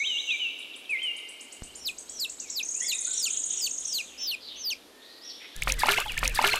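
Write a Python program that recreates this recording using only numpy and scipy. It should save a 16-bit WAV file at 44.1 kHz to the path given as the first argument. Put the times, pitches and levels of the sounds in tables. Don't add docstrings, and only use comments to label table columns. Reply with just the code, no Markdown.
import sys
import numpy as np
from scipy import signal
from scipy.fft import rfft, irfft
from scipy.io import wavfile
from scipy.ndimage import uniform_filter1d

SR = 44100
rng = np.random.default_rng(int(sys.argv[2]) if len(sys.argv) > 2 else 0)


def int16_out(signal):
    q = np.round(np.clip(np.atleast_2d(signal).T, -1, 1) * 32767)
    wavfile.write(sys.argv[1], SR, q.astype(np.int16))


N = 290619
TIME = np.arange(N) / SR

# (time [s], level [dB])
HEAVE_CURVE = [(5.555, -52), (5.57, -45), (5.68, -29), (5.79, -29.5), (5.83, -52), (6.11, -41)]


def amp(db):
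    return 10 ** (np.asarray(db) / 20)


def unit(x):
    return x / np.sqrt(np.mean(x ** 2) + 1e-20)


def add(mix, s, sound):
    part = mix[max(round(s * SR), 0):][:len(sound)]
    part += sound[:len(part)]


def level(rows):
    return amp(np.interp(TIME, *np.transpose(rows), left=-150, right=-150))


def colour(x, spectrum):
    hz, db = np.transpose(spectrum)
    bins = np.fft.rfftfreq(len(x), 1 / SR)
    gain = amp(np.interp(np.log(bins + 1), np.log(hz), db))
    return unit(irfft(rfft(x) * gain, len(x)))


def drift(n, hz):
    lowpass = signal.butter(2, hz, fs=SR, output="sos")
    return unit(signal.sosfilt(lowpass, rng.standard_normal(n + 4096)))[-n:]


def note(s, length, from_hz, to_hz, db, skew, fade_db, hold=.1):
    u = np.linspace(0, 1, 25)
    ease = np.sin(np.pi / 2 * np.minimum(u / (1 - hold), 1) ** skew) ** 2
    arch_db = db - fade_db * (2 * u - 1) ** 4
    return np.transpose([s + length * u, from_hz + (to_hz - from_hz) * ease, arch_db])


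def glide(path):
    s, hz, db = np.transpose(path)
    t = np.arange(s.min(), s.max(), 1 / SR)
    hz, db = (uniform_filter1d(np.interp(t, np.sort(s), curve), size=130) for curve in (hz, db))
    soft_ends = np.clip(np.minimum(t - t[0], t[-1] - t) / .003, 0, 1)
    return t[0], hz, np.sqrt(2) * amp(db) * soft_ends


def wavering_phase(hz, n, waver, rate_hz):
    return 2 * np.pi * np.cumsum(hz * (1 + waver * drift(n, rate_hz))) / SR


def whistles(paths, waver, overtone_db=-40, flutter_db=.5):
    out = np.zeros(N)
    for path in paths:
        s, hz, gain = glide(path)
        phase = wavering_phase(hz, len(hz), waver, rate_hz=370)
        flutter = amp(flutter_db * drift(len(hz), 74))
        add(out, s, gain * flutter * (np.sin(phase) + amp(overtone_db) * np.sin(2 * phase)))
    return out


def echoes(x, t60, wet_db, gap=.0088):
    t = TIME[:2 * SR]
    taps = rng.standard_normal(len(t)) * (rng.random(len(t)) < .1)
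    taps *= amp(-60 * t / t60) * (t > gap)
    return x + amp(wet_db) * signal.fftconvolve(x, taps / np.linalg.norm(taps))[:N]


def warbler():
    # (time [s], length [s], start pitch [Hz], end pitch [Hz], level [dB])
    warbles = [(0, 0.031, 2163, 2270, -26), (0.022, 0.068, 2330, 3825, -31), (.06, 0.12, 3183, 2800, -30),
               (0.163, 0.052, 2830, 3850, -30.5), (0.273, 0.091, 2814, 2332, -28),
               (.286, 0.047, 2850, 3854, -31.5), (.395, .1, 3040, 2682, -30.5),
               (0.892, .085, 2618, 2080, -29.5), (0.965, 0.049, 2096, 3090, -38.5),
               (1.016, .112, 3154, 2800, -30.5)]
    paths = [note(*row, skew=1.05, fade_db=7.5, hold=.1502) for row in warbles]
    song = echoes(whistles(paths, waver=.006, flutter_db=2), t60=1.82, wet_db=-7.5, gap=.0084)
    shimmer_eq = [(2800, -68), (3800, 11), (4500, -35), (5200, -18), (5700, -25),
                  (6000, 4), (6800, -8.5), (7700, -9), (8600, -24), (11000, -60)]
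    shimmer = colour(rng.standard_normal(N), shimmer_eq)
    return song + shimmer * level([(0, -40), (.35, -44), (.65, -66)])


def tsip(s, age):
    hz, db = 9950 - 1084 * age, -51.5 + 7 * age
    accent_db = db + 6 * age
    return [(s - .022, .44 * hz, db - 17), (s - .008, .55 * hz, db - 12.5),
            (s - .004, .72 * hz, db - 4), (s - .001, .84 * hz, accent_db),
            (s + .004, 1.01 * hz, db + 1), (s + .011, 1.03 * hz, db - 18)]


def syllable(k, count, start_s=2.635, gap_s=.0571, slowing_s=.00076, crest=.44):
    s = start_s + gap_s * k + slowing_s * k * k / 2
    turn = s + .0215
    slack = ((k / (count - 1) - crest) / (1 - crest)) ** 2
    hz = (7045 - 420 * slack) * (1 + .0196 * rng.standard_normal())
    reach = 1 - .0503 * slack + .032 * rng.standard_normal()
    up_db, down_db = -26 - 5 * slack, -29.5 - 7 * slack
    up = [(s - .012, .58 * hz, up_db - 33), (s - .006, .88 * hz, up_db - 8), (s, .97 * hz, up_db + 2),
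          (s + .0024, 1.01 * hz, up_db), (s + .0078, 1.01 * hz, up_db - 15)]
    down = [(turn - .009, 10000 * reach, down_db - 14), (turn, 8400 * reach, down_db - 2.5),
            (turn + .00817, 6900 * reach, down_db + 2.5), (turn + .01, 6300, down_db - 6)]
    return up, down


def triller(syllables=21):
    tsip_times = [.592, .763, 0.904, 1.033, 1.168, 1.292, 1.412, 1.527, 1.638, 1.758, 1.874, 1.987, 2.098,
                  2.2, 2.3, 2.403, 2.503]
    flicks = whistles([tsip(s, s - tsip_times[0]) for s in tsip_times], waver=.044, overtone_db=-80)
    flicks = echoes(flicks, t60=.41, wet_db=.5, gap=.0038)
    strokes = [stroke for k in range(syllables) for stroke in syllable(k, syllables)]
    trill = whistles(strokes, waver=.015, overtone_db=-80, flutter_db=1)
    return flicks + echoes(trill, t60=.62, wet_db=-1.5, gap=.0061)


def slur(break_s, fall, tail, top_hz, break_hz, end_hz, lead_db, end_db):
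    lead_s, swell_hz, swell_db = .09, 5137, -29.5
    swell_s, low_hz = break_s - fall, .755 * break_hz
    lead = [(swell_s - lead_s, .9 * top_hz, lead_db - 14.5),
            (swell_s - .72 * lead_s, top_hz, lead_db - 9),
            (swell_s - .31 * lead_s, .975 * top_hz, lead_db + 1),
            (swell_s - .014, .45 * top_hz + .55 * swell_hz, lead_db - 4.5)]
    high = [(swell_s, swell_hz, swell_db - 5),
            (swell_s + .4 * fall, (swell_hz + break_hz) / 2, swell_db),
            (break_s - .002, break_hz, swell_db - .7)]
    low = [(break_s + .00261, low_hz, swell_db - 3),
           (break_s + tail / 2, (low_hz + end_hz) / 2, swell_db - 3.5),
           (break_s + tail, end_hz, end_db)]
    return lead + high + low


def near_bird(buzz_until_db=-33, hard_from_db=-30):
    # (register break [s], fall before it [s], tail after it [s], top pitch [Hz],
    # break pitch [Hz], end pitch [Hz], buzz rate [Hz], lead-in [dB], end [dB], octave in the tail [dB])
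    slurs = [(1.888, 0.032, .022, 5640, 3470, 2390, 348, -47, -42, -17),
             (2.249, 0.049, 0.021, 5930, 3700, 2570, 351, -42.5, -44, -18),
             (2.5989, .039, 0.022, 5710, 3620, 2375, 380, -42.5, -32, -20),
             (2.917, 0.038, 0.023, 5520, 3800, 2450, 380, -44, -27.5, -12),
             (3.255, 0.033, 0.034, 5770, 4280, 2310, 420, -33.5, -34.5, -3),
             (3.665, 0.049, 0.019, 5900, 4370, 2400, 387, -40, -39, -3),
             (3.985, .056, 0.032, 5700, 3900, 2330, 435, -36, -32.5, -12),
             (4.3125, 0.047, 0.041, 5480, 4130, 2350, 655, -32, -31, -14.5),
             (4.7023, 0.056, 0.036, 6170, 4370, 2240, 314, -40, -33, -1.5)]
    out = np.zeros(N)
    for *contour, buzz_hz, lead_db, end_db, octave_db in slurs:
        s, hz, gain = glide(slur(*contour, lead_db, end_db))
        phase = wavering_phase(hz, len(hz), waver=.0077, rate_hz=100)
        beat = wavering_phase(buzz_hz, len(hz), waver=.048, rate_hz=34)
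        soft = np.clip(amp(buzz_until_db) / (gain + 1e-9), 0, 1)
        buzz = .63 * np.clip((hz - 4950) / 250, 0, 1) * soft
        voice = np.sin(phase) + buzz * np.sin(phase + beat) + .39 * buzz ** 2 * np.sin(phase + 2 * beat)
        hard = np.clip(gain / amp(hard_from_db), 0, 1) ** 3 * (1 - buzz)
        low = np.clip((3600 - hz) / 300, 0, 1)
        for k, high_db, low_db in [(2, -30, octave_db), (3, -12, -17), (4, -60, -23), (5, -60, -33)]:
            overtone = np.sin(k * phase) * (k * hz < SR / 2)
            voice += hard * amp(high_db + low * (low_db - high_db)) * overtone
        add(out, s, gain * voice)
    return echoes(out, t60=.16, wet_db=-16)


def bubble(hz, life, rise):
    age = np.arange(int(4 * life * SR) + 2) / (life * SR)
    swell = age * np.exp(-age ** .58 * 3.07)
    pitch = hz * (1 + rise * np.minimum(age, 3) ** 2)
    return swell / swell.max() * np.sin(2 * np.pi * np.cumsum(pitch) / SR)


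def swarm(lo_hz, hi_hz, density, cycles, spread_db, bands=30):
    out = np.zeros(N)
    for hz in np.geomspace(lo_hz, hi_hz, bands):
        strength = amp(spread_db * np.minimum(rng.exponential(1, N), 3)) * rng.choice([-1, 1], N)
        ring = bubble(hz, cycles / hz, rng.uniform(-.00057, .012))
        births = rng.random(N) < density * hz / hi_hz / bands / SR
        out += signal.oaconvolve(strength * births, ring)[:N] * np.sqrt(hz)
    return out


def churn(rise_s=.0087, decay_s=.025, trickle_db=-19, trickle_s=.2, stir_db=-55):
    # (peak time [s], gurgle [dB], spray [dB])
    surges = [(5.682, -31.5, -33), (5.718, -34, -53), (5.801, -39, -32), (5.833, -28.5, -39),
              (5.864, -26.5, -33.5), (5.891, -20.5, -32), (5.916, -28, -26.5), (5.975, -23.5, -32),
              (6, -28.5, -40)]
    # (frequency [Hz], level [dB])
    gurgle_eq = [(88, -54), (150, 14), (330, -14.5), (403, -15.5), (485, -1.5), (782, -6), (956, -5.5),
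                 (1380, 1.5), (1670, 1), (2730, 0), (6000, -28), (7800, -59), (13200, -120)]
    # (frequency [Hz], level [dB])
    spray_eq = [(2060, -2), (3500, 4), (5640, -5), (8360, -5), (9200, -6.5), (15000, -11), (16000, -32)]
    power = np.tile(amp(stir_db) ** 2 * (TIME > HEAVE_CURVE[0][0]), (2, 1))
    for s, gurgle_db, spray_db in surges:
        before, after = np.maximum(s - TIME, 0), np.maximum(TIME - s, 0)
        trickle = amp(trickle_db) * np.exp(-after / trickle_s)
        shape = np.exp(-before / rise_s) * np.maximum(np.exp(-after / decay_s), trickle)
        power += (amp([[gurgle_db], [spray_db]]) * shape) ** 2
    gurgle_gain, spray_gain = np.sqrt(power)
    gurgle = colour(swarm(252, 5450, density=3900, cycles=4.9, spread_db=3), gurgle_eq)
    spray = colour(swarm(3280, 15000, density=3300, cycles=1.17, spread_db=4), spray_eq)
    return gurgle_gain * gurgle + spray_gain * spray


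def drips(band_ratio=1.25):
    # (time [s], peak [dB], centre [Hz], decay [s])
    smacks = [(5.5643, -23, 9100, 0.00056), (5.621, -20.5, 6900, 0.0021), (5.635, -19, 9060, .0012),
              (5.693, -23, 4840, 0.006), (5.7215, -8, 6560, 0.0016), (5.7395, -27, 9000, .0011),
              (5.792, -21, 8300, 0.0078), (5.869, -22, 8000, 0.0024), (5.904, -27, 6540, 0.0023),
              (5.912, -21, 3500, .0017), (5.92, -13.5, 3270, 0.0019), (5.986, -28, 4600, .0023),
              (6.0015, -22, 7100, 0.0034)]
    out, t = np.zeros(N), TIME[:2048]
    for s, db, hz, decay in smacks:
        band = signal.butter(1, [hz / band_ratio, hz * band_ratio], "band", fs=SR)
        burst = signal.lfilter(*band, rng.standard_normal(len(t)) * np.exp(-t / decay))
        add(out, s, amp(db) * burst / abs(burst).max())
    return out


def heave(sway_hz=38):
    sway = np.sin(wavering_phase(sway_hz, N, waver=.1704, rate_hz=35.1))
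    slosh_eq = [(12, 6.5), (40, -8), (70, -12.5), (125, -6.5), (200, -20), (500, -40), (2000, -70)]
    slosh = colour(rng.standard_normal(N), slosh_eq)
    return sway * level(HEAVE_CURVE) + slosh * level([(5.56, -37.5), (5.9, -42), (6.12, -48)])


def cup_dips(repeat_after_s=.55608):
    # (time [s], peak [dB], pitch [Hz], life [s], pitch rise after one life [share])
    bubbles = [(5.6219, -19, 2130, 0.0031, 0.16), (5.674, -13, 1260, 0.00071, -0.0058),
               (5.675, -37.5, 535, 0.032, -0.02), (5.677, -18, 2160, 0.0018, .2),
               (5.6995, -16.5, 2370, 0.00256, 0.065), (5.801, -26, 4980, 0.0029, -0.032),
               (5.8189, -19.5, 1720, .0028, 0.0022), (5.8347, -11, 885, 0.0029, 0.062),
               (5.857, -24.5, 810, 0.008, 0.16), (5.8693, -25.5, 2470, .0035, -0.0034),
               (5.8853, -11, 980, 0.00121, -0.071), (5.888, -32, 400, 0.033, .015),
               (5.885, -19, 1382, 0.0091, .005), (5.904, -14.5, 1260, 0.0011, 0.089),
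               (5.9343, -20, 2280, 0.005, 0.062), (5.969, -24, 2686, 0.0093, -0.0081),
               (5.985, -19.5, 900, 0.0012, -0.0059), (6.011, -36, 2574, 0.035, 0.12),
               (6.06, -30.5, 862, 0.0066, -0.0043)]
    gulp = np.zeros(N)
    for s, db, hz, life, rise in bubbles:
        add(gulp, s, amp(db) * bubble(hz, life, rise))
    dip = echoes(gulp + churn(), t60=.11, wet_db=-17, gap=.0019) + drips() + heave()
    out = dip.copy()
    add(out, repeat_after_s, dip)
    return out


def far_birds(chip_gap_s=.112, rasp_width_hz=400):
    # (time [s], length [s], start pitch [Hz], end pitch [Hz], level [dB])
    far_notes = [(1.655, 0.071, 2610, 3120, -54.5), (2.06, 0.11, 3210, 3310, -60.5),
                 (2.405, 0.1, 2890, 2220, -54.5), (2.738, 0.087, 2370, 2850, -55),
                 (2.807, 0.062, 1880, 2190, -43.5), (2.818, 0.06, 3250, 3520, -46),
                 (2.916, .055, 2410, 2535, -43.5), (2.921, 0.04, 3560, 3860, -39.5),
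                 (3.064, .044, 1383, 1530, -52.5), (3.254, 0.031, 1384, 1320, -55.5),
                 (4.9, 0.42, 1783, 1903, -63), (5.21, 0.055, 4620, 5700, -51),
                 (5.254, 0.076, 5560, 5500, -44.5), (5.54, 0.056, 1620, 1775, -55),
                 (5.776, .04, 2047, 1916, -41), (6.077, 0.053, 3370, 2280, -34.5),
                 (6.167, 0.0141, 1782, 1810, -30), (6.299, 0.025, 2840, 2420, -37),
                 (6.509, 0.019, 4300, 4080, -30)]
    # (time [s], length [s], start centre [Hz], end centre [Hz], level [dB])
    rasps = [(3.021, 0.21, 3987, 3630, -43), (3.279, 0.11, 3450, 3290, -42.5),
             (3.479, .14, 3390, 3270, -42), (3.803, 0.187, 3494, 3380, -50.5),
             (4.015, 0.17, 4100, 2800, -50), (4.182, .15, 2940, 3700, -42.5),
             (4.406, 0.2, 4725, 3180, -42.5), (5.002, 0.19, 3900, 4300, -49.5),
             (5.2, 0.59, 3540, 3540, -50.5), (5.29, 0.037, 5480, 4350, -41.5),
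             (5.397, .075, 2320, 2275, -45)]
    calls = [note(*row, skew=.8, fade_db=8.5) for row in far_notes]
    chips = [note(.622 + chip_gap_s * k, length=.0196, from_hz=4300, to_hz=2990, db=-44.5 - 1.6 * k,
                  skew=.668, fade_db=25, hold=0) for k in range(6)]
    out = whistles(calls + chips, waver=.021, flutter_db=3)
    for row in rasps:
        s, hz, gain = glide(note(*row, skew=.85, fade_db=8))
        n = len(hz)
        hoarse = (drift(n, rasp_width_hz) + 1j * drift(n, rasp_width_hz)) / np.sqrt(2)
        phase = wavering_phase(hz, n, waver=.03, rate_hz=29.73)
        flutter = amp(1.5 * drift(n, 19) - 2)
        add(out, s, gain * flutter * (hoarse * np.exp(1j * phase)).real)
    return echoes(out, t60=1, wet_db=-4)


def air(air_db=-54.5, pop_s=1.6215, pop_decay_s=.0062):
    # (frequency [Hz], level [dB])
    air_eq = [(25, -25), (80, -17), (165, -18.5), (250, -0.5), (450, -0.5), (900, -8), (1800, -11),
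              (4000, -9), (8000, -18.5), (12500, -17.5), (16000, -42)]
    # (frequency [Hz], level [dB])
    rumble_eq = [(20, -4.5), (60, 2.5), (140, -7), (250, 3), (500, -36), (2000, -70)]
    # (time [s], level [dB])
    rumble_curve = [(1.5, -100), (1.62, -60), (2, -67.5), (4.7, -68.5), (5, -75)]
    out = amp(air_db) * colour(rng.standard_normal(N), air_eq) * amp(.13 * drift(N, 17))
    out += level(rumble_curve) * colour(rng.standard_normal(N), rumble_eq)
    age = TIME[:4096] / pop_decay_s
    pop = (age - 1) * np.exp(-age) * (1 - np.exp(-age / .0041))
    add(out, pop_s, amp(-28) * pop)
    return out


def scene():
    song = warbler()
    mid = song + triller() + near_bird() + far_birds() + cup_dips() + air()
    side = amp(-18.5) * (echoes(song, t60=.57, wet_db=.5) - song)
    return np.array([mid + side, mid - side])


def record(dry):
    lowpass = signal.firwin(401, cutoff=16150, window=("kaiser", 9), fs=SR)
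    return signal.oaconvolve(dry, lowpass[None], "same")


dry = scene()
out = record(dry)
int16_out(out)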